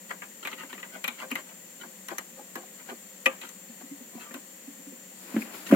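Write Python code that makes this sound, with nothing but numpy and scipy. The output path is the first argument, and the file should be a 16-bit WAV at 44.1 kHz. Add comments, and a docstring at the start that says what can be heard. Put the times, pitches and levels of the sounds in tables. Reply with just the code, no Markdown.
"""Clamp nut and guard of a key-cutting machine

In a small workshop a clamp nut is turned by hand: its thread scuffs, loose metal clicks, and it seats with a hard clack.
The hand bumps the housing, then the clear plastic guard is swung down and thuds shut.
Metal and plastic are struck modes with filtered noise; slides are trains of tiny slips that drive the metal.
A low room murmur and a thin, ringing hiss, both filtered noise, lie underneath.
"""
import sys
import numpy as np
from scipy import signal
from scipy.fft import rfft, irfft
from scipy.io import wavfile
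from scipy.ndimage import uniform_filter1d

SR = 44100
rng = np.random.default_rng(int(sys.argv[2]) if len(sys.argv) > 2 else 0)


def dump(signal):
    """Clip the signal to [-1, 1] and save it as 16-bit WAV at the path in sys.argv[1]."""
    limited = np.clip(np.atleast_2d(signal).T, -1, 1)
    pcm = np.round(limited * 32767).astype(np.int16)
    wavfile.write(sys.argv[1], SR, pcm)


N = 253575
SIZE = int(0.4 * SR)   # length of one contact sound (samples)
AGE = np.arange(SIZE) / SR   # time since the contact began (s)


def from_db(db):
    """Logarithmic level: decibels to amplitude gain."""
    return 10 ** (np.asarray(db) / 20)


def rms_one(x):
    """Mean power: scale to unit rms."""
    return x / np.sqrt(np.mean(x ** 2) + 1e-20)


def loudest_one(x, size=882):
    """Short-time power: scale so that the loudest 20 ms have unit rms."""
    power = uniform_filter1d(np.mean(x ** 2, axis=0), size)
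    return x / np.sqrt(power.max() + 1e-20)


def at_hz(points, hz):
    """Logarithmic pitch scale: interpolate a table over log frequency."""
    f, value = np.transpose(points)
    return np.interp(np.log(hz + 1e-3), np.log(f), value)


def pan(db):
    """Interaural level difference: left and right gains that share it equally."""
    return from_db(np.array([db, -db]).reshape(2, -1) / 2)


def band(x, low_hz, high_hz, order=2):
    """Causal filtering: a Butterworth band-pass."""
    edges_hz = [low_hz, min(high_hz, SR / 2 - 1)]
    return signal.sosfilt(signal.butter(order, edges_hz, "band", fs=SR, output="sos"), x)


def around(x, hz, octaves):
    """Constant relative bandwidth: a band-pass given by its centre and width."""
    edge = 2 ** (max(octaves, 0.05) / 2)
    return band(x, hz / edge, hz * edge)


def add(out, s, sound):
    """Superposition: mix a sound in, starting at time s."""
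    at = max(round(s * SR), 0)
    out[:, at:at + sound.shape[1]] += sound[:, :N - at]


def drive(response, force):
    """Linear response: convolve the response of a body with the force on it."""
    return signal.fftconvolve(response, force[None], axes=1)[:, :SIZE]


# coherence of the two sides: f/Hz, correlation (1 alike, -1 opposed)
LIKENESS = [(130, 1), (300, 0.85), (640, 0.46), (1400, 0.09), (3100, 0), (6800, -0.17), (15000, 0)]
# level difference of the two sides: f/Hz, left minus right/dB
BALANCE = [(130, 4.5), (330, -1), (550, 3), (1300, 4), (2300, 6), (3800, 0), (7000, 1.5), (11000, 9),
           (15000, 11)]


def noise(spectrum, size):
    """Partial coherence: coloured noise at two microphones, alike in the bass, mostly stronger left in the treble."""
    hz = np.fft.rfftfreq(size, 1 / SR)
    mid, side = rfft(rng.standard_normal((2, size)))
    alike = np.clip(at_hz(LIKENESS, hz), -1, 1)
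    pair = np.sqrt(1 + alike) * mid + np.sqrt(1 - alike) * side * [[1], [-1]]
    shaped = pair * from_db(at_hz(spectrum, hz)) * pan(at_hz(BALANCE, hz))
    return rms_one(irfft(shaped, size))


# spectrum of the room murmur: f/Hz, relative level/dB
ROOM_AIR = [(20, -44), (60, -33), (110, -19.5), (150, -9), (190, 9), (240, 0), (400, -5), (650, -8),
            (1200, -11.5), (3000, -10), (4200, -15), (6000, -20), (16000, -16)]
# spectrum of the hiss: f/Hz, relative level/dB
HISS = [(3000, -33), (5200, -7.5), (6200, 0), (6900, 9), (7700, 4.5), (8100, 2), (8600, -4), (9000, -78),
        (10300, -0.5), (11200, -9), (13300, 2), (15600, -3.5), (16000, -24)]
# ringing bands: f/Hz, width/Hz, rms level before the common trim/dB, left minus right/dB
WHINES = [(525, 45, -62.5, 4), (1900, 260, -66, 9), (7130, 200, -57, 4), (7380, 120, -56, 5),
          (8420, 110, -61, 5), (4395, 60, -73, 12), (5850, 240, -70, 4)]


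def background(air_db=-51, hiss_db=-51.5, whine_trim_db=-1.0):
    """Stationary noise: a room murmur and a steady hiss with a few narrow bands that ring."""
    out = from_db(air_db) * noise(ROOM_AIR, N) + from_db(hiss_db) * noise(HISS, N)
    for hz, width_hz, db, side_db in WHINES:
        source = rng.standard_normal((2, N)) + 1.3 * rng.standard_normal(N)   # partly common to both sides
        whine = band(source, hz - width_hz / 2, hz + width_hz / 2)
        out += from_db(db + whine_trim_db) * pan(side_db) * rms_one(whine)
    return out


# touching fingers shift the upper modes: full spread as a share of pitch, lower limit (Hz)
TOUCH_DETUNE, DETUNE_ABOVE_HZ = 0.034, 900
# modes of clamp and housing: f/Hz, relative level/dB, t60/s
MACHINE = [(235, -8, .13), (283, -9, .13), (345, -13, .10), (530, 4.5, .11), (675, -7, .08),
           (780, -11, .08), (980, -11, .08), (1190, 2, .1), (1320, -9, .14), (1530, -4, .05),
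           (1685, -9, .05), (1922, 7, .055), (2090, -4, .07), (2432, 7, .05), (2500, 5, .055),
           (2580, -1, .10), (2725, -7, .10), (2950, -2, .06), (3150, -3, .05), (3520, -6, .06),
           (3880, -10, .05), (7000, -6, .03), (11600, 1, .04)]


def ring(modes, spread_db, detune):
    """Modal superposition: decaying sines, varied in strength and upper pitch, out of step where the sides differ."""
    out = np.zeros((2, SIZE))
    for k, (hz, db, t60) in enumerate(modes):
        hz = hz * (1 + detune * rng.standard_normal() * (hz > DETUNE_ABOVE_HZ))
        half_phase = np.arccos(np.clip(at_hz(LIKENESS, hz), -1, 1)) / 2
        skew = half_phase * rng.choice([-1, 1]) * np.array([[1], [-1]])
        strength = from_db(db + spread_db * rng.standard_normal())
        gain = (-1) ** k * strength * pan(at_hz(BALANCE, hz))   # neighbours alternate in sign
        out += gain * np.sin(2 * np.pi * hz * AGE + skew) * from_db(-60 * AGE / t60)
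    return out


# spectrum of the crowd of short modes: f/Hz, relative level/dB
DENSE = [(100, -66), (200, 5), (700, 9.5), (1500, 9.5), (3000, 6.5), (4000, 2.5), (4800, -3.5), (5900, 3),
         (7500, 3), (9500, -4), (12000, 6.5), (15000, -8.5), (16000, -8)]


def machine(dense_db, dense_t60, spread_db=8.0, detune=TOUCH_DETUNE, hold_s=0.011,
            direct=0.43, direct_s=0.0033, room_db=-21, room_t60=0.31):
    """Impulse response to one touch: main modes, a crowd of short modes and close reflections, a dull room tail."""
    direct_part = direct * np.exp(-AGE / direct_s)
    held_part = from_db(-60 * np.maximum(AGE - hold_s, 0) / dense_t60)
    crowd = (direct_part + held_part) * noise(DENSE, SIZE)
    room = band(noise(DENSE, SIZE), 260, 12000) * from_db(room_db - 60 * AGE / room_t60)
    return ring(MACHINE, spread_db, detune) + from_db(dense_db) * (crowd + room)


KNOCK_DB, TICK_DB = -15, 3.5   # knock relative to the click level; offset added to each snap
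CLICK_ROOM_DB = -7   # room tail, relative to the crowd of short modes
PART_DB, PART_OCTAVES = 4.5, 0.18   # narrow band added for the loose part: gain, width
# a weak ring also decays sooner: ring level of the full extra decay (dB), that decay (dB per s)
WEAK_RING_DB, WEAK_DB_PER_S = -74, 498
# ring level at and under which the fingers shift the modes fully (dB); share of that shift in a free ring
TOUCH_RING_DB, FREE_DETUNE_SHARE = -13.5, 0.25
# edges of the six bands thud, knock, main, ring, edge, snap: f/Hz
CLICK_BANDS_HZ = [170, 400, 900, 2200, 2800, 4200, 16500]
# metal contacts: t/s, level/dB, then relative to it ring/dB, edge/dB, snap before TICK_DB/dB, thud/dB; loose part f/Hz
CLICKS = [(0.106, -34, -13, -28, -26, -40, 1660), (0.219, -39.5, -6, -21, -22, -19, 1700),
          (0.45, -37.5, 2.5, -4.5, -13, -10.5, 2410), (0.472, -34, -6, -7, -10.5, -29, 2140),
          (0.528, -43.5, 1, -1.5, -17, -5, 2060), (0.632, -42, -20, -15, -17, -5.5, 1560),
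          (0.728, -40, -10, -6.5, -17, -7.5, 1770), (0.777, -47, -1, -14, -16, -8, 1860),
          (0.828, -39, -5.5, -9.5, -24, -26, 1990), (1.041, -31.5, 3, -3, -9, -29, 2410),
          (1.078, -32, 3.5, -2, -5.5, -21, 2340), (1.314, -37.5, 5.5, -7, -5, -8, 3010),
          (1.354, -30, -8, -11, -12, -19, 2070), (2.0845, -37.5, -31, -8, -6.5, -41, 5800),
          (2.1822, -33, -36, -11.5, -3.5, -18, 6060), (2.555, -35.5, -13, -14.5, -9, -8, 1640),
          (3.414, -44.5, 2, 1, -10, -16, 2500), (3.49, -53.5, -15, -4, 5.5, -9, 6450),
          (4.307, -48, -6, -20, -18, 0.5, 1770), (4.341, -43, -3.5, -7, -4.5, -2, 1500)]


def clicks(tick_t60=0.078, thump_db=-35, build_cycles=3):
    """Impact and damping: metal on metal, each click with its own ring, snap and thud; a weak ring decays sooner."""
    out = np.zeros((2, N))
    for s, db, ring_db, edge_db, snap_db, thud_db, part_hz in CLICKS:
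        detune = TOUCH_DETUNE * np.clip(ring_db / TOUCH_RING_DB, FREE_DETUNE_SHARE, 1)
        blow = machine(dense_db=4.5, dense_t60=0.048, spread_db=0.5, detune=detune,
                       direct=2.3, room_db=CLICK_ROOM_DB)
        blow = blow + from_db(PART_DB) * around(blow, part_hz, PART_OCTAVES)
        # the vibration takes a few cycles to spread through the housing, so the lows swell last
        parts = []
        for low, high in zip(CLICK_BANDS_HZ, CLICK_BANDS_HZ[1:]):
            swell = -np.expm1(-AGE * high / build_cycles)
            parts.append(band(blow, low, high, order=4) * swell)
        parts[-1] = parts[-1] * from_db(-60 * AGE / tick_t60)   # the bright tick gets extra decay
        weakness = np.clip(ring_db / WEAK_RING_DB, 0, 1)
        damping = from_db(-WEAK_DB_PER_S * weakness * AGE)
        gains = from_db(db + np.array([thud_db, KNOCK_DB, 0, ring_db, edge_db, snap_db + TICK_DB]))
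        struck = sum(gain * loudest_one(part * damping) for part, gain in zip(parts, gains))
        # a very faint sub-bass thump under the blow
        thump = from_db(db + thump_db) * loudest_one(band(blow, 32, 84))
        add(out, s, thump + struck)
    return out


HAND_RUMBLE_DB = -11.5   # the sliding hand rumbles in the housing: level relative to the slide
SCUFF_BANDS_HZ = np.geomspace(150, 9600, 13)
# slides of thread and fingers: t at the middle/s, half-length/s, level before level_db/dB,
# brightness f/Hz, its fall/octaves
SCUFFS = [(0.117, 0.013, -35.5, 1220, 1.1), (0.437, 0.0055, -40.5, 2050, 0.21),
          (0.523, 0.011, -40, 2310, 1.4), (0.604, 0.013, -38.5, 1900, .5), (0.71, 0.0083, -44, 1900, 0.26),
          (0.812, 0.015, -46.5, 2100, 1), (0.948, 0.021, -38.5, 1060, 0.47),
          (1.195, 0.0098, -43.5, 1560, 1.2), (1.229, 0.02, -34.5, 1010, 1.9),
          (1.313, .003, -41, 2200, 0.052), (1.39, 0.013, -40, 1680, 0.97), (1.499, 0.019, -49.5, 1500, .3),
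          (1.84, 0.017, -41.5, 1030, 2.5), (2.12, 0.0083, -34, 756, 1.3), (2.143, 0.013, -45.5, 580, 0.86),
          (2.396, 0.014, -44, 380, .6), (2.582, 0.014, -40.5, 426, -0.055),
          (2.637, 0.0075, -48.5, 710, 1.9), (2.757, 0.048, -63, 304, -1.2), (2.805, 0.013, -48, 1700, 1),
          (2.894, 0.0099, -38.5, 790, 1.1), (2.915, 0.0086, -38.5, 890, 2.7),
          (3.43, 0.0086, -42.5, 2200, 0.84), (3.454, 0.014, -42.5, 2120, -0.53),
          (3.813, 0.0041, -47, 1300, 1.7), (4.168, 0.02, -47, 580, 0.45), (4.216, 0.015, -43, 2220, 0.46),
          (4.26, 0.04, -47.5, 1610, 1.4), (4.359, .014, -46, 690, 1.1), (5.549, 0.006, -42.5, 1570, 0.31),
          (5.674, 0.0083, -38.5, 2700, -0.85), (5.691, 0.011, -39.5, 2000, .5)]


def scuffs(slips_per_s=600, grain_db=12.5, lead_s=0.0048, width_octaves=0.98,
           grit_db=-17, level_db=-2, sharpness=1.17):
    """Stick-slip friction: slips swell and fade with pressure as the brightness glides; skin adds a dry rasp."""
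    out = np.zeros((2, N))
    for s, half_s, db, bright_hz, fall_octaves in SCUFFS + skids():
        middle_s = 3 * half_s
        pressure = 1 / np.cosh(np.minimum(sharpness * np.abs(AGE - middle_s) / half_s, 20))
        slips = (rng.random(SIZE) < slips_per_s / SR) * rng.choice([-1, 1], SIZE)
        force = pressure * slips * from_db(grain_db * rng.uniform(-0.77, 1, SIZE))
        touch = machine(dense_db=22, dense_t60=0.022, hold_s=0.009, direct=1.03,
                        direct_s=0.00045, room_db=-16.5)
        rub = drive(touch, force)
        centre_hz = bright_hz * 2 ** (-fall_octaves / 2 * np.tanh((AGE - middle_s) / half_s))
        body = 0
        for low, high in zip(SCUFF_BANDS_HZ, SCUFF_BANDS_HZ[1:]):
            octaves_off = np.log2(np.sqrt(low * high) / centre_hz)
            body = body + band(rub, low, high) / np.hypot(1, (octaves_off / width_octaves) ** 2)
        skin = noise([(800, -22), (3000, 9.0), (4200, 22), (7000, 9.0)], SIZE)
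        rasp = from_db(grit_db) * loudest_one(skin * pressure)
        rumble = from_db(HAND_RUMBLE_DB) * loudest_one(band(rub, 202, 420))
        add(out, s - middle_s - lead_s, from_db(db + level_db) * (loudest_one(body) + rasp + rumble))
    return out


# delay after the click (s), half-length (s), level relative to the click and its upper limit (dB, before level_db)
SKID_DELAY_S, SKID_HALF_S, SKID_DB, SKID_MAX_DB = 0.023, 0.01, -7, -46.5
SKID_HZ, SKID_FALL_OCTAVES = 1510, 1   # brightness and its fall


def skids():
    """Residual motion: the parts skid on briefly, one short slide after each click."""
    return [(s + SKID_DELAY_S, SKID_HALF_S, min(db + SKID_DB, SKID_MAX_DB), SKID_HZ, SKID_FALL_OCTAVES)
            for s, db, *_ in CLICKS]


PUSH_S = 0.0062   # time constant of the soft push
# soft low thuds, the first two under metal clicks, the rest the hand on the housing: t/s, level/dB
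BUMPS = [(1.082, -45), (1.317, -35.5), (3.695, -46), (3.83, -44), (3.913, -38.5), (4.006, -44),
         (4.152, -40), (4.354, -41.5), (4.675, -41), (4.791, -49.5), (4.868, -44), (4.925, -46)]


def bumps():
    """Soft contact: a slow push, as from flesh, heard only in the lowest modes of the housing."""
    out = np.zeros((2, N))
    for s, db in BUMPS:
        force = rng.standard_normal(SIZE) * np.exp(-(AGE / PUSH_S) ** 2)
        thud = drive(machine(dense_db=-5.5, dense_t60=0.0088), force)
        add(out, s - 0.003, from_db(db) * loudest_one(band(thud, 156, 302, order=3)))
    return out


SEAT_S, SEAT_DB = 3.2587, -15   # the nut strikes home: time, level of the blow
CLAMP_DB = 0   # upper modes of the clamp, relative to the blow
# the housing under the nut: upper edge of its modes, level relative to the blow, delay, swell time constant
HOUSING_HZ, HOUSING_DB, HOUSING_DELAY_S, HOUSING_SWELL_S = 1330, -10, 0.001976, 0.011
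# the faces crack together twice: t/s, crack level/dB, treble snap level/dB
SEATING = [(3.2577, -29.5, -30.5), (3.2638, -25.5, -37)]


def seating(top_hz=3300, snap_t60=0.052, thump_db=-41, crush_s=0.0006, nut_db=2, nut_hz=2450, grind_t60=0.03):
    """Rigid impact: a rough metal crack, the clamp ringing at its own pitches, then the housing swelling below."""
    out = np.zeros((2, N))
    for s, db, snap_db in SEATING:
        grind = band(noise(DENSE, SIZE) * from_db(-60 * AGE / grind_t60), 1520, top_hz, order=4)
        snap = band(noise(DENSE, SIZE) * from_db(-60 * AGE / snap_t60), 2600, 10600)
        add(out, s, from_db(db) * loudest_one(grind) + from_db(snap_db) * loudest_one(snap))
    blow = machine(dense_db=-3, dense_t60=0.05, spread_db=0.6, detune=0, direct=1, room_db=-7, room_t60=0.3)
    nut = from_db(nut_db - 9) * around(blow, nut_hz, 1.0)
    clamp = (blow + nut) * -np.expm1(-AGE / crush_s)
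    clamp = loudest_one(band(clamp, HOUSING_HZ, top_hz, order=4))
    add(out, SEAT_S, from_db(SEAT_DB + CLAMP_DB) * clamp)
    # a very faint sub-bass thump under the blow
    thump = from_db(thump_db) * loudest_one(band(blow, 26, 72))
    body = band(blow * -np.expm1(-AGE / HOUSING_SWELL_S), 250, HOUSING_HZ, order=2)
    housing = from_db(HOUSING_DB) * loudest_one(body)
    add(out, SEAT_S + HOUSING_DELAY_S, from_db(SEAT_DB) * (housing + thump))
    return out


def chatter(contacts_per_s=450, spread_db=5, touch_s=0.0018):
    """Repeated contact: the envelope of a loose edge that touches again and again after the first blow."""
    touches = (rng.random(SIZE) < contacts_per_s / SR) * from_db(spread_db * rng.uniform(-1.2, 1, SIZE))
    touches[0] = from_db(spread_db)
    return signal.lfilter([1], [1, -np.exp(-1 / (touch_s * SR))], touches + 1e-18)


# a harder hit is a shorter contact: length at a boom entry of 0 dB (s), drop in that entry that doubles it (dB)
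CONTACT_S, CONTACT_DOUBLES_DB = 0.00175, 31
# offsets added to the tabled levels; fade-in that ends at the first point of the swing
RUB_DB, SWISH_DB, BOOM_DB, SWING_FADE_S = 3, 9, -9.5, 0.038
# the guard on its way down: t/s, rubbing level before RUB_DB/dB, treble swish level before SWISH_DB/dB
SWING = [(5.1, -88, -75), (5.216, -58, -61), (5.376, -44.5, -60), (5.416, -49.5, -53.5), (5.494, -49, -67),
         (5.553, -48.5, -53.5), (5.656, -53, -59.5), (5.7, -52.5, -51.5), (5.719, -32, -71)]
# modes of the plastic guard: f/Hz, relative level/dB, t60/s
GUARD = [(172, -20, 0.091), (221.8, -10, 0.11), (274, -10.5, 0.057), (315, -19.5, 0.13), (568, -4.5, 0.026),
         (651, -16.5, 0.094)]
# the guard meets its stops: t/s, boom level before BOOM_DB/dB, crack level/dB, crack f/Hz, crack width/octaves
GUARD_HITS = [(5.342, -20.5, -47, 1200, 0.78), (5.364, -11, -35.5, 1410, 2),
              (5.418, -34, -35.5, 2160, 0.45), (5.703, -21, -47, 700, 1.7), (5.711, -20, -31, 1320, 0.52),
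              (5.7251, 0.5, -39, 2200, 0.45), (5.736, -2, -32.5, 2050, 0.42),
              (5.741, -21, -30.5, 1210, 0.74)]


def guard(room_db=-22, room_t60=0.32, crack_t60=0.051, crack_delay_s=0.00109, thump_db=-55):
    """Friction, then shell resonance: the plastic rubs on its hinge as it swings; at a stop it booms and cracks."""
    s, rub_db, swish_db = np.transpose(SWING)
    now = np.arange(N) / SR
    rub_spectrum = [(100, -26), (220, 14.0), (500, 5), (1200, 2.5), (2600, 1.0), (4200, -17), (9000, -17.0)]
    swish_spectrum = [(2000, -10), (4500, -2), (7000, -11), (9500, -6), (13000, -3.5), (16000, -10.0)]
    room_spectrum = [(40, -22), (100, -59), (220, 12), (400, 0), (550, 7), (1200, -35), (4000, -55)]
    out = from_db(RUB_DB + np.interp(now, s, rub_db)) * noise(rub_spectrum, N)
    out += from_db(SWISH_DB + np.interp(now, s, swish_db)) * noise(swish_spectrum, N)
    out *= np.clip((now - s[0]) / SWING_FADE_S + 1, 0, 1)
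    shell = sum(from_db(db - 60 * AGE / t60) * np.cos(2 * np.pi * hz * AGE) for hz, db, t60 in GUARD)
    for s, db, crack_db, crack_hz, crack_octaves in GUARD_HITS:
        contact_s = CONTACT_S * 2 ** (-db / CONTACT_DOUBLES_DB)
        push = np.sin(np.pi * np.minimum(AGE / contact_s, 1))   # half a sine
        room = noise(room_spectrum, SIZE) * from_db(room_db - 60 * AGE / room_t60)
        shaken = drive(shell + room, push)
        boom = band(shaken, 196, 1050, order=6)
        add(out, s - 0.0015, from_db(db + BOOM_DB) * loudest_one(boom))
        # a very faint sub-bass thump under the blow
        add(out, s, from_db(thump_db + db / 2) * loudest_one(band(shaken, 15, 45, order=3)))
        snap = noise(DENSE, SIZE) * chatter() * from_db(-60 * AGE / crack_t60)
        crack = around(snap, crack_hz, crack_octaves) + from_db(-20.5) * snap
        add(out, s + crack_delay_s, from_db(crack_db) * loudest_one(crack))
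    return out


def scene():
    """Superposition: all the handling sounds over the background."""
    return background() + clicks() + scuffs() + bumps() + seating() + guard()


CUTOFF_HZ = 15900


def record(dry):
    """Band limitation: the microphone drops the deepest bass; the top is cut."""
    thin = signal.sosfilt(signal.butter(1, 60, "high", fs=SR, output="sos"), dry)
    return signal.sosfilt(signal.ellip(10, 0.1, 80, CUTOFF_HZ, fs=SR, output="sos"), thin)


dry = scene()
out = record(dry)
dump(out)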